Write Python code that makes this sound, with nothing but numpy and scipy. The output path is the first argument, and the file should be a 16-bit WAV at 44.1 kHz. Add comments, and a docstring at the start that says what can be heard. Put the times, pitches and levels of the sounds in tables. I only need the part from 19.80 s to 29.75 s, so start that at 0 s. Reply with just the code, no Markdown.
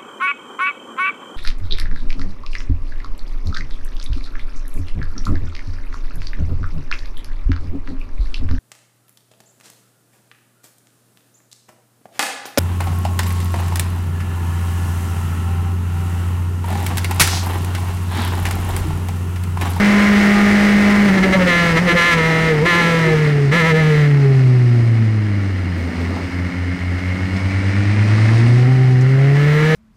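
"""Racing car on a wet track

From the driver's seat: flat out, down through the gears, a slow corner, then pulling away.
The four-cylinder engine booms at its firing rate (wheel speed times gear) and shakes the bodywork
into a buzz, hardest while slowing. The driveline shudders after each shift, valves clatter, gears
whine, wind and spray rush past, and grit strikes the car. A limiter holds down the peaks."""
import sys
import numpy as np
from scipy import signal
from scipy.fft import rfft, irfft, next_fast_len
from scipy.io import wavfile
from scipy.ndimage import uniform_filter1d, minimum_filter1d

SR = 44100
rng = np.random.default_rng(int(sys.argv[2]) if len(sys.argv) > 2 else 0)


def unload_wav(signal):
    """Save mono or channel-first audio to the path in sys.argv[1] as 16-bit WAV at rate SR, clipped to [-1, 1]."""
    wavfile.write(
        sys.argv[1],
        SR,
        np.round(np.clip(np.atleast_2d(signal).T, -1, 1) * 32767).astype(np.int16),
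    )


N = 438794


def undb(db):
    """Turn decibels into a gain to multiply by."""
    return 10 ** (np.asarray(db) / 20)


def unit(x):
    """Scale a signal to an average (rms) strength of 1."""
    return x / np.sqrt(np.mean(x ** 2))


def curve(table):
    """Join (time, value) points with straight lines."""
    return np.interp(np.arange(N) / SR, *np.transpose(table))


def bumps(table):
    """Add up a bell-shaped swell for each row (time, height, half length)."""
    t = np.arange(N) / SR
    return sum(height * np.exp(-np.minimum(((t - s) / half) ** 2, 20)) for s, height, half in table)


def walk(rate):
    """A random wobble of size about 1 that takes rate steps a second."""
    points = rng.standard_normal(N // 20)
    return 1.2 * np.interp(np.arange(N) / SR * rate, np.arange(len(points)), points)


def colour(x, points):
    """Shape a sound's lows and highs to a (Hz, dB) outline; the result has strength 1."""
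    size = next_fast_len(N + SR // 4, real=True)
    hz, db = np.transpose(points)
    log_hz = np.log(np.fft.rfftfreq(size, 1 / SR) + 1)
    log_gain = np.log(undb(np.interp(log_hz, np.log(hz), db)))
    # this folding makes the filter ring after a click, never before it
    cepstrum = irfft(log_gain, size)
    cepstrum[1:size // 2] *= 2
    cepstrum[size // 2:] = 0
    return unit(irfft(rfft(x, size) * np.exp(rfft(cepstrum)), size)[:N])


def ring(x, modes):
    """Let a sound ring at each (Hz, width, dB) resonance; the result has strength 1."""
    return unit(sum(undb(db) * signal.lfilter(*signal.iirpeak(hz, hz / width, SR), x)
                    for hz, width, db in modes))


def knocks(firings, at, size):
    """Clicks at the given firing counts, each shared between two samples."""
    place = np.interp(at, firings, np.arange(N), right=N)
    i, part = place.astype(int), place % 1
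    return (np.bincount(i, size * (1 - part), N + 2) + np.bincount(i + 1, size * part, N + 2))[:N]


def firing_rate(speed, shift_s=.045, shudder_hz=9.5, decay_s=0.2):
    """Firings a second: wheel speed times the gear; each jolt sets the driveline shuddering."""
    # lifting off the throttle, then three downshifts: (time [s], gear [Hz per km/h], shudder size [Hz])
    shifts = [(1.32, .92, 5), (2.02, 1.02, 5), (2.855, 1.185, 2.5), (3.745, 1.46, 8)]
    t = np.arange(N) / SR
    gear, shudder = shifts[0][1], 0
    for s, ratio, depth in shifts:
        gear = gear + (ratio - gear) * np.clip((t - s) / shift_s + 1, 0, 1)
        age = np.maximum(t - s, 0)
        shudder = shudder + depth * np.exp(-age / decay_s) * np.sin(2 * np.pi * shudder_hz * age)
    return speed * gear + shudder


def boom(hz, firings, shake, pulling, halved_at_db=-14.5, load_db=2, weak_db_per_octave=11):
    """Intake and exhaust pulses: a strong tone that sinks under buzz, weak ones from unequal cylinders."""
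    # the main tone before it sinks or dips: (time [s], level [dB])
    boom_level = [(0, -10), (1.26, -11), (1.35, -14), (2.8, -16.5), (3.6, -13), (4.7, -9.5), (5.1, -11.5),
                  (5.55, -17), (6.1, -21.5), (6.9, -20.5), (8.3, -11), (8.6, -9.5), (9.4, -10.5),
                  (9.95, -12.5)]
    # uneven firing at the lowest revs: (time [s], phase scatter [rad], half length [s])
    burble = [(5.94, 0.7, 0.33)]
    # the cockpit's response at 2 and 3 times the firing rate: (frequency [Hz], level [dB])
    cockpit = [(165, -33.5), (200, -27), (240, -26.5), (275, -32), (310, -33.5), (335, -33), (370, -31),
               (408, -28.5), (440, -25.5), (470, -20.5), (495, -24), (530, -26), (615, -32.5)]
    # exhaust barks as the driveline shudders: (time [s], multiple of the firing rate, level [dB])
    barks = [(1.38, 2, -22), (1.45, 2, -15), (1.46, 3, -24), (1.53, 2, -21), (1.548, 3, -10.5),
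             (1.622, 3, -15), (1.677, 3, -18), (1.97, 2, -22), (2.085, 3, -16), (2.11, 2, -16),
             (2.165, 3, -17), (2.88, 2, -19), (2.96, 2, -20)]
    # weak tones at 200 firings a second: (multiple of the firing rate, level [dB])
    weak_tones = [(.25, -49), (.5, -43), (.75, -41), (1.25, -45), (1.5, -42), (1.75, -40), (2.25, -40),
                  (2.5, -48), (2.75, -40), (3.5, -48), (4, -41), (5, -43), (6, -42)]
    bark_half_s = 0.011
    phase = 2 * np.pi * firings - np.pi / 8  # the panel strikes as the pressure rises
    sink = 1 / (1 + (shake / undb(halved_at_db)) ** 2)
    waver_db = (0.6 + 12 * shake ** 1.5) * walk(60)
    out = sink * undb(curve(boom_level) - stumbles() + waver_db) * np.sin(phase + 0.036 * walk(70))
    phase = phase + (0.061 + bumps(burble)) * walk(45)  # uneven firing blurs higher tones most
    cockpit_hz, cockpit_db = np.transpose(cockpit)
    for multiple in (2, 3):
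        response_db = np.interp(multiple * hz, cockpit_hz, cockpit_db)
        steady = undb(response_db + load_db * pulling + 2.5 * walk(35))
        barking = bumps([(s, undb(db), bark_half_s) for s, k, db in barks if k == multiple])
        out += (steady + barking) * np.sin(multiple * phase)
    octaves = np.log2(hz / 200)
    effort = undb(weak_db_per_octave * octaves)
    phase = phase + 0.21 * octaves * walk(60)
    for multiple, db in weak_tones:
        out += effort * undb(db + 5.5 * walk(7)) * np.sin(multiple * phase + 2 * np.pi * rng.random())
    return np.sqrt(2) * out


def shaking(attack_s=.02, release_s=.008, tail=.07):
    """How hard the bodywork shakes: each spell starts fast, holds or drifts, and dies away."""
    # spells of buzz: (start [s], length [s], level [dB], drift [dB per s])
    spells = [(-.1, 1.3, -25.5, -2), (1.27, 0.018, -19, -2), (1.367, 0.017, -18.5, 0),
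              (1.423, 0.017, -14.5, -2), (1.519, 0.026, -10.5, 1), (1.603, 0.022, -17.5, -0.5),
              (1.659, 0.26, -14, -26.5), (1.954, 0.029, -15, 0), (2.065, 0.053, -15, 68),
              (2.155, 0.18, -12.5, 1), (2.364, .34, -21, -5), (2.847, .65, -12.5, -26.5),
              (3.71, 0.11, -16.5, 0), (3.829, 0.085, -19.5, 23), (3.935, 0.32, -21.5, -19),
              (9.552, .45, -31, 24.5)]
    t = np.arange(N) / SR
    shake = 0
    for s, length, db, drift in spells:
        rise = np.clip((t - s) / attack_s, 0, 1)
        held = undb(db + drift * np.clip(t - s, 0, length))
        fade_s = release_s + tail * length  # longer spells die more slowly
        shake += rise * held * np.exp(-np.clip((t - s - length) / fade_s, 0, 30))
    return shake


def buzz(firings, scatter_db=0.17, rebound=0.4, crack_db=-22, fizz_db=-21, soft_hz=4300):
    """A loose panel is struck once a firing and lands again about half a cycle later."""
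    # the bodywork's resonances: (frequency [Hz], width [Hz], relative level [dB])
    panels = [(645, 39, 7.5), (797.6, 12, 14), (1014, 63, 8), (1200, 45, -13), (1325, 140, 13),
              (1739, 85, 18.5), (1942, 71, 15.5), (2069, 38, 17.5), (2070, 29, -10), (2680, 22, -13),
              (2710, 64, -13), (2894, 36, -2), (4050, 75, -16)]
    # the tone of each blow's crack: (frequency [Hz], relative level [dB])
    crack_tone = [(1500, -7), (2900, -6.5), (3550, -11.5), (4100, 7), (4700, -22), (5800, -0.5),
                  (7000, -10), (9500, -9.5), (12000, -16), (16000, -24)]
    slip, rebound_lag = .002, 0.4756  # in firing cycles
    crack_s = .0022
    n = np.arange(N // 200)
    late, loud, rebound_late, rebound_loud = rng.standard_normal((len(n), 4)).T
    hits = knocks(firings, n + slip * late, undb(scatter_db * loud))
    landings = n + rebound_lag + 2 * slip * rebound_late
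    hits += knocks(firings, landings, rebound * undb(2 * scatter_db * rebound_loud))
    low = signal.sosfilt(signal.butter(2, soft_hz, fs=SR, output="sos"), ring(hits, panels))
    # the many high resonances blur into a short crack, partly alike for every blow and partly fizz
    fade = np.exp(-np.arange(SR // 100) / SR / crack_s)
    crack = signal.fftconvolve(hits, rng.standard_normal(len(fade)) * fade)[:N]
    fizz = signal.fftconvolve(hits, fade)[:N] * rng.standard_normal(N)
    blows = cross_panel(unit(low) + undb(crack_db) * colour(crack, crack_tone))
    return blows + undb(fizz_db) * colour(fizz, crack_tone)


def cross_panel(x, lag_s=.014):
    """Low waves cross a bending panel more slowly than high ones; lag_s is the delay at 1 kHz."""
    size = next_fast_len(N, real=True)
    hz = np.fft.rfftfreq(size, 1 / SR)
    return irfft(rfft(x, size) * np.exp(-4j * np.pi * lag_s * np.sqrt(1000 * hz)), size)[:N]


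def clatter(hz, firings, shake, count=12, slip=0.0052, scatter_db=1.5, gas_db=4.0, rough_db=-13.5):
    """Valves and pistons tap in a pattern that repeats every four firings; gas hisses with each firing."""
    # the clatter's tone: (frequency [Hz], relative level [dB])
    clatter_tone = [(150, -35), (300, -5.5), (480, -4.5), (700, -5), (1000, -7.5), (1420, -1.5), (1560, -4),
                    (1800, 2), (2180, 2), (2400, -9), (2900, -9), (3500, -18.5), (5000, -21.5),
                    (15000, -36)]
    # its loudness before shaking adds more: (time [s], level [dB])
    clatter_level = [(0, -18.5), (1.25, -20.5), (1.35, -22.5), (2.8, -25), (3.5, -27), (3.66, -32),
                     (4.25, -28.5), (4.7, -35), (6.3, -33), (7.5, -31), (8.5, -26), (9.1, -32), (9.5, -28),
                     (9.95, -24.5)]
    cycle_starts = 4 * np.arange(N // 800)[:, None]
    offsets = 4 * (np.arange(count) + rng.random(count)) / count
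    pattern_db = 5.8 * rng.standard_normal(count)
    late, loud = rng.standard_normal((2, len(cycle_starts), count))
    tap_at = cycle_starts + offsets + slip * late
    taps = knocks(firings, tap_at.ravel(), undb(pattern_db + scatter_db * loud).ravel())
    gas = (0.6 + np.exp(-(firings % 1) / 0.9)) * rng.standard_normal(N)
    flutter = undb(1.12 * walk(130))
    rattle = colour((unit(taps) + undb(gas_db) * unit(gas)) * flutter, clatter_tone)
    strength = np.hypot(undb(curve(clatter_level)), undb(rough_db) * shake)
    return strength * soften(rattle, hz)


def soften(x, hz, dull_hz=6000, slow_hz=95, fast_hz=175):
    """At low revs the valves land gently and the clatter loses its treble."""
    dull = signal.sosfilt(signal.butter(2, dull_hz, fs=SR, output="sos"), x)
    sharp = np.clip((hz - slow_hz) / (fast_hz - slow_hz), 0, 1)
    return dull + sharp * (x - dull)


def whine(hz, firings, pulling, panel_hz=2170, width_hz=260, hiss_db=-44):
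    """Gear teeth and a thin whistle sing under load, loudest near a resonance, over a ringing hiss."""
    # gear tones: (multiple of the firing rate, level at resonance and full load [dB])
    gears = [(15, -69), (23.4, -31)]
    # the whistle: (multiple of the firing rate, level as above [dB], resonance [Hz], width [Hz])
    whistle = (92, -58, 13792.5, 350)
    # narrow rings in the mechanical hiss: (frequency [Hz], width [Hz], relative level [dB])
    hiss_rings = [(1404, 78, 2), (2200, 72, 10), (2810, 48, 5.5), (4150, 130, -1.5), (4890, 110, -1.5),
                  (8200, 130, -13)]
    tones = 0
    for multiple, db, centre, width in [(k, db, panel_hz, width_hz) for k, db in gears] + [whistle]:
        near = 1 / (1 + ((multiple * hz - centre) / width) ** 2)
        tones += near * undb(db + 2 * walk(60)) * np.sin(2 * np.pi * multiple * firings + walk(140))
    hiss = undb(hiss_db + walk(6.4)) * ring(rng.standard_normal(N), hiss_rings)
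    return np.sqrt(2) * pulling * tones + hiss


def rush(speed, firings):
    """Spray from the wet tyres, wind round the cockpit and road rumble, all growing with speed."""
    # the tone of spray, wind and road, each: (frequency [Hz], relative level [dB])
    spray_tone = [(200, -3.5), (600, 12), (1500, 0.5), (2200, 5), (2560, 10), (2900, -1.5), (3500, 2),
                  (5000, 2.5), (6200, -4), (7400, -9.5), (8500, -7), (10500, -19), (13000, -33),
                  (16000, -31)]
    wind_tone = [(15, -17), (40, -0.5), (90, 5), (160, -4), (350, 0.5), (600, -12.5), (1200, -29),
                 (3000, -51.5)]
    road_tone = [(40, -13), (100, 1.5), (200, 18), (380, 6.5), (520, 1), (1200, -2), (3000, -47.5)]
    # changes as the driver lifts off, in the corner and on its exit:
    # (time [s], spray change [dB], rumble change [dB], half length [s])
    swells = [(1.45, -3.5, 7.5, 0.18), (6.25, 6, 8.5, 0.32), (7.956, 7.5, 3.5, 0.87), (8.52, 6, 6.5, 0.27)]
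    doublings = np.log2(speed / 100)  # 0 at 100 km/h, 1 at 200 km/h
    spray_db = -40 + 8.6 * doublings + bumps([(s, db, half) for s, db, _, half in swells])
    wind_db = -32 + 7.6 * doublings
    road_db = -34 + 2.5 * doublings + bumps([(s, db, half) for s, _, db, half in swells])
    drops = rng.standard_normal(N) * undb(0.7 * walk(1500) + walk(25))
    chop = 1 + .15 * np.cos(2 * np.pi * firings)  # the shaking car chops the hiss a little
    spray = undb(spray_db) * colour(drops * chop, spray_tone)
    wind = undb(wind_db + 0.69 * walk(18)) * colour(rng.standard_normal(N), wind_tone)
    road = undb(road_db + 1.5 * walk(8)) * colour(rng.standard_normal(N), road_tone)
    return spray + wind + road


def grit():
    """Grit and bumps strike the car, each a short burst of noise in one broad resonance."""
    # the strikes: (time [s], centre [Hz], starting level [dB], decay [s])
    strikes = [(5.98, 424, -31.5, .12), (6.2, 428.4, -32, .15), (6.365, 990, -30, .03),
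               (7.565, 4270, -33, 0.012), (9.211, 5940, -36, 0.012)]
    t = np.arange(N) / SR
    out = 0
    for s, hz, db, decay in strikes:
        fade = (t > s) * np.exp(-np.minimum(np.abs(t - s) / decay, 30))
        tone = [(hz / 5, -25), (hz, 0), (1.4 * hz, -10), (4 * hz, -45)]
        out += undb(db) * fade * colour(rng.standard_normal(N), tone)
    return out


def stumbles(half_s=0.03, start_s=7.38, end_s=8.7, throb_hz=9.05, throb_db=11.5):
    """Decibels the boom loses: single stumbles, then an even, fading throb as the car pulls away."""
    # stumbles in the slow corner: (time [s], depth [dB])
    dips = [(6.135, 16), (6.4, 9), (6.5, 17), (6.725, 24), (6.975, 21), (7.215, 11)]
    throb_times = np.arange(start_s, end_s, 1 / throb_hz)
    throbs = [(s, throb_db * (end_s - s) / (end_s - start_s)) for s in throb_times]
    return bumps([(s, db, half_s) for s, db in dips + throbs])


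def scene(unsteady=0.001197, lurch=0.01004):
    """Mix the sounds; the wheels set the engine's pace, which is less steady while the car shakes."""
    # wheel speed: (time [s], speed [km/h])
    wheel_speed = [(0, 222.2), (1.26, 222.4), (1.3, 206.5), (1.56, 205), (1.71, 188), (1.82, 186.5),
                   (1.94, 177.5), (2.14, 169), (2.3, 168.8), (2.39, 158.5), (2.67, 158), (2.79, 146),
                   (2.98, 145), (3.2, 138), (3.69, 116), (4.27, 100), (4.68, 87), (5.25, 75.9),
                   (6.08, 57.3), (6.34, 61), (7.1, 61.2), (7.86, 66.7), (8.45, 74.7), (8.93, 88.6),
                   (9.18, 86.8), (9.95, 108.6)]
    # how hard the engine works: (time [s], load [0 coasting to 1 pulling hard])
    engine_load = [(0, 0.53), (1.26, 0.56), (1.3, 0.19), (6.2, 0), (6.8, 0.34), (8.4, 0.61), (9.1, 0.78),
                   (9.8, 0.96)]
    speed, pulling = curve(wheel_speed), curve(engine_load)
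    hz = firing_rate(speed)
    shake = shaking()
    firings = np.cumsum(hz * (1 + (unsteady + lurch * shake) * walk(25))) / SR  # count so far
    rattles = shake * buzz(firings) + clatter(hz, firings, shake)
    engine = boom(hz, firings, shake, pulling) + whine(hz, firings, pulling)
    return (rattles + engine + rush(speed, firings) + grit())[None]


def record(dry, ceiling=.54, window=100, top_hz=15700):
    """A fast limiter turns the level down just ahead of each peak; the highest treble is cut."""
    gain = ceiling / np.maximum(np.abs(dry), ceiling)
    gain = uniform_filter1d(minimum_filter1d(gain, window), window)
    return signal.sosfilt(signal.ellip(12, .1, 80, top_hz, fs=SR, output="sos"), dry * gain)


dry = scene()
out = record(dry)
unload_wav(out)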